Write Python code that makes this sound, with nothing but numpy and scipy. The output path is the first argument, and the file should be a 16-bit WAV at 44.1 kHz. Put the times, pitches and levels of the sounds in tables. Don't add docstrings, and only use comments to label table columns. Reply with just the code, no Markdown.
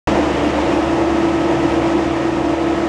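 import sys
import numpy as np
from scipy import signal
from scipy.fft import rfft, irfft
from scipy.io import wavfile

SR = 44100
rng = np.random.default_rng(int(sys.argv[2]) if len(sys.argv) > 2 else 0)


def transcribe(signal):
    frames = np.atleast_2d(signal).T
    limited = np.clip(frames, -1, 1)
    pcm = np.round(limited * 32767).astype(np.int16)
    wavfile.write(sys.argv[1], SR, pcm)


N = 127008

START_S, START_EXTRA_DB, SETTLE_S = .0724, 5.5, 0.036
RUSH_DB, RUSH_LOW_HZ, RUSH_FLUTTER_DB, RUSH_PATCHY_DB = -21.5, 393, 0.43, 0.43
RUMBLE_DB, RUMBLE_PATCHY_DB = -28.5, 2.5
HUM_ORDER, BLADES, WHINE_ORDER = 2, 9, 35
HUM_DB, HUM_WAVER_DB, HUM_WANDER_HZ = -33, 1.5, 0.28
HUM_FOLLOWS = 1.2
BLADE_WAVER_DB, BLADE_WANDER_HZ = 0.63, 0.47
WHINE_BELOW_BLADE_DB, WHINE_WAVER_DB, WHINE_WANDER_HZ = -17.5, 0, 1.37
CUTOFF_HZ = 15800
ECHO_COUNT, ECHO_NEAR_S, ECHO_FAR_S, ECHO_DB = 12, .008, .06, -26.5


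def from_db(db):
    return 10 ** (np.asarray(db) / 20)


def rms_one(x):
    return x / np.sqrt(np.mean(x ** 2) + 1e-20)


def in_time(rows):
    return np.interp(np.arange(N) / SR, *np.transpose(rows))


def drift(rate_hz):
    r = np.exp(-80 * np.pi * rate_hz / SR)
    noise = rng.standard_normal(N // 40 + 2002)
    slow = signal.lfilter([1], [1, -2 * r, r * r], noise)[2000:]
    return np.interp(np.arange(N) / 40, np.arange(len(slow)), rms_one(slow))


def turbulence(spectrum, patchy_db, flicker_hz):
    hz = np.maximum(np.arange(N // 2 + 1) * SR / N, 1)
    points_hz, points_db = np.transpose(spectrum)
    colour_db = np.interp(np.log(hz), np.log(points_hz), points_db)
    coloured = rfft(rng.standard_normal(N)) * from_db(colour_db)
    coloured = coloured / (1 + (hz / (2 * points_hz[-1])) ** 4)
    octave = np.floor(np.log2(hz))
    total = np.zeros(N)
    for k in range(4, 14):
        band = irfft(coloured * (octave == k), N)
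        total += band * from_db(patchy_db * drift(flicker_hz))
    return rms_one(total)


def resonance(hz, width_hz):
    r = np.exp(-np.pi * width_hz / SR)
    section = [1 - r, 0, r - 1, 1, -2 * r * np.cos(2 * np.pi * hz / SR), r * r]
    ringing = signal.sosfilt([section, section], rng.standard_normal(N + SR))
    return rms_one(ringing[SR:])


def tone(hz, waver_db, wander_hz):
    phase = 2 * np.pi * np.cumsum(hz + wander_hz * drift(8.2)) / SR
    sine = np.sqrt(2) * np.sin(phase + rng.uniform(0, 2 * np.pi))
    return sine * from_db(waver_db * drift(5.5))


def walls(x):
    lags = (rng.uniform(ECHO_NEAR_S, ECHO_FAR_S, ECHO_COUNT) * SR).astype(int)
    return x + from_db(ECHO_DB) * sum(np.roll(x, lag) for lag in lags)


def fan(flow_db):
    # (time [s], speed [turns per second])
    shaft_speed = [(0, 36.45), (.7, 36.63), (1.2, 36.83), (2.88, 36.82)]
    # (time [s], level [dB])
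    blade_level = [(.07, -27), (.55, -27), (.7, -21.5), (1.25, -18), (1.8, -19), (2.2, -22), (2.88, -19)]
    speed, blade_db = in_time(shaft_speed), in_time(blade_level)
    hum = tone(HUM_ORDER * speed, HUM_WAVER_DB, HUM_WANDER_HZ)
    hum = hum * from_db(HUM_DB + HUM_FOLLOWS * flow_db)
    blades = from_db(blade_db) * tone(BLADES * speed, BLADE_WAVER_DB, BLADE_WANDER_HZ)
    whine = tone(WHINE_ORDER * speed, WHINE_WAVER_DB, WHINE_WANDER_HZ)
    whine = whine * from_db(blade_db + WHINE_BELOW_BLADE_DB)
    return hum + blades + whine


def duct_boom():
    # (frequency [Hz], width of one filter pass [Hz], level at average flow [dB])
    modes = [(113.7, 9, -45.5), (130.8, 8.2, -35), (149, 10, -37.5), (203.6, 8.8, -35),
             (297.2, 15.8, -24.5), (348.1, 30.5, -26), (473, 22, -34.5), (548, 36, -35.5), (605, 14, -40),
             (687, 34, -37.5), (960, 40, -44), (1130, 36, -48), (1848, 45, -45.5)]
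    return sum(from_db(db) * resonance(hz, width_hz) for hz, width_hz, db in modes)


def duct_rumble():
    # (frequency [Hz], relative level per Hz [dB])
    colour = [(20, -27.5), (38, -16), (50, -3.5), (62, -7), (95, -9), (120, -3), (175, -2), (230, 3),
              (400, -4.5), (600, -25.5)]
    return from_db(RUMBLE_DB) * turbulence(colour, RUMBLE_PATCHY_DB, flicker_hz=12)


def air_rush():
    # (frequency [Hz], relative level per Hz [dB])
    colour = [(240, -33), (400, -5.5), (466, -1.5), (552, 0), (614, -3), (683, 0), (772, -4.5), (942, -4),
              (1070, -9.5), (1280, -11.5), (1360, -13.5), (1490, -15.5), (1820, -13.5), (2090, -16),
              (2630, -17.5), (3250, -21.5), (4220, -28.5), (5310, -29), (7210, -33.5), (9790, -45),
              (11400, -59.5), (13500, -56), (15500, -67)]
    low_cut = signal.butter(4, RUSH_LOW_HZ, "high", fs=SR, output="sos")
    air = signal.sosfilt(low_cut, turbulence(colour, RUSH_PATCHY_DB, flicker_hz=18))
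    return rms_one(walls(air)) * from_db(RUSH_DB + RUSH_FLUTTER_DB * drift(16))


def airflow(flow_db):
    return from_db(flow_db) * (air_rush() + duct_rumble() + duct_boom())


def scene():
    # (time [s], level [dB])
    flow_level = [(.1, -29), (.3, -29), (.75, -29), (.9, -30.5), (1.25, -30.5), (1.5, -30.5), (1.7, -30),
                  (2.05, -31), (2.25, -32.4), (2.55, -32), (2.88, -31.7)]
    flow_db = in_time(flow_level)
    flow_db = flow_db - flow_db.mean()
    since_start = np.arange(N) / SR - START_S
    extra_db = START_EXTRA_DB * np.exp(-np.maximum(since_start, 0) / SETTLE_S)
    entry = (since_start >= 0) * from_db(extra_db)
    return (entry * (airflow(flow_db) + fan(flow_db)))[None]


def record(dry):
    top_cut = signal.ellip(12, .1, 80, CUTOFF_HZ, fs=SR, output="sos")
    return signal.sosfilt(top_cut, np.clip(dry, -1, 1))


dry = scene()
out = record(dry)
transcribe(out)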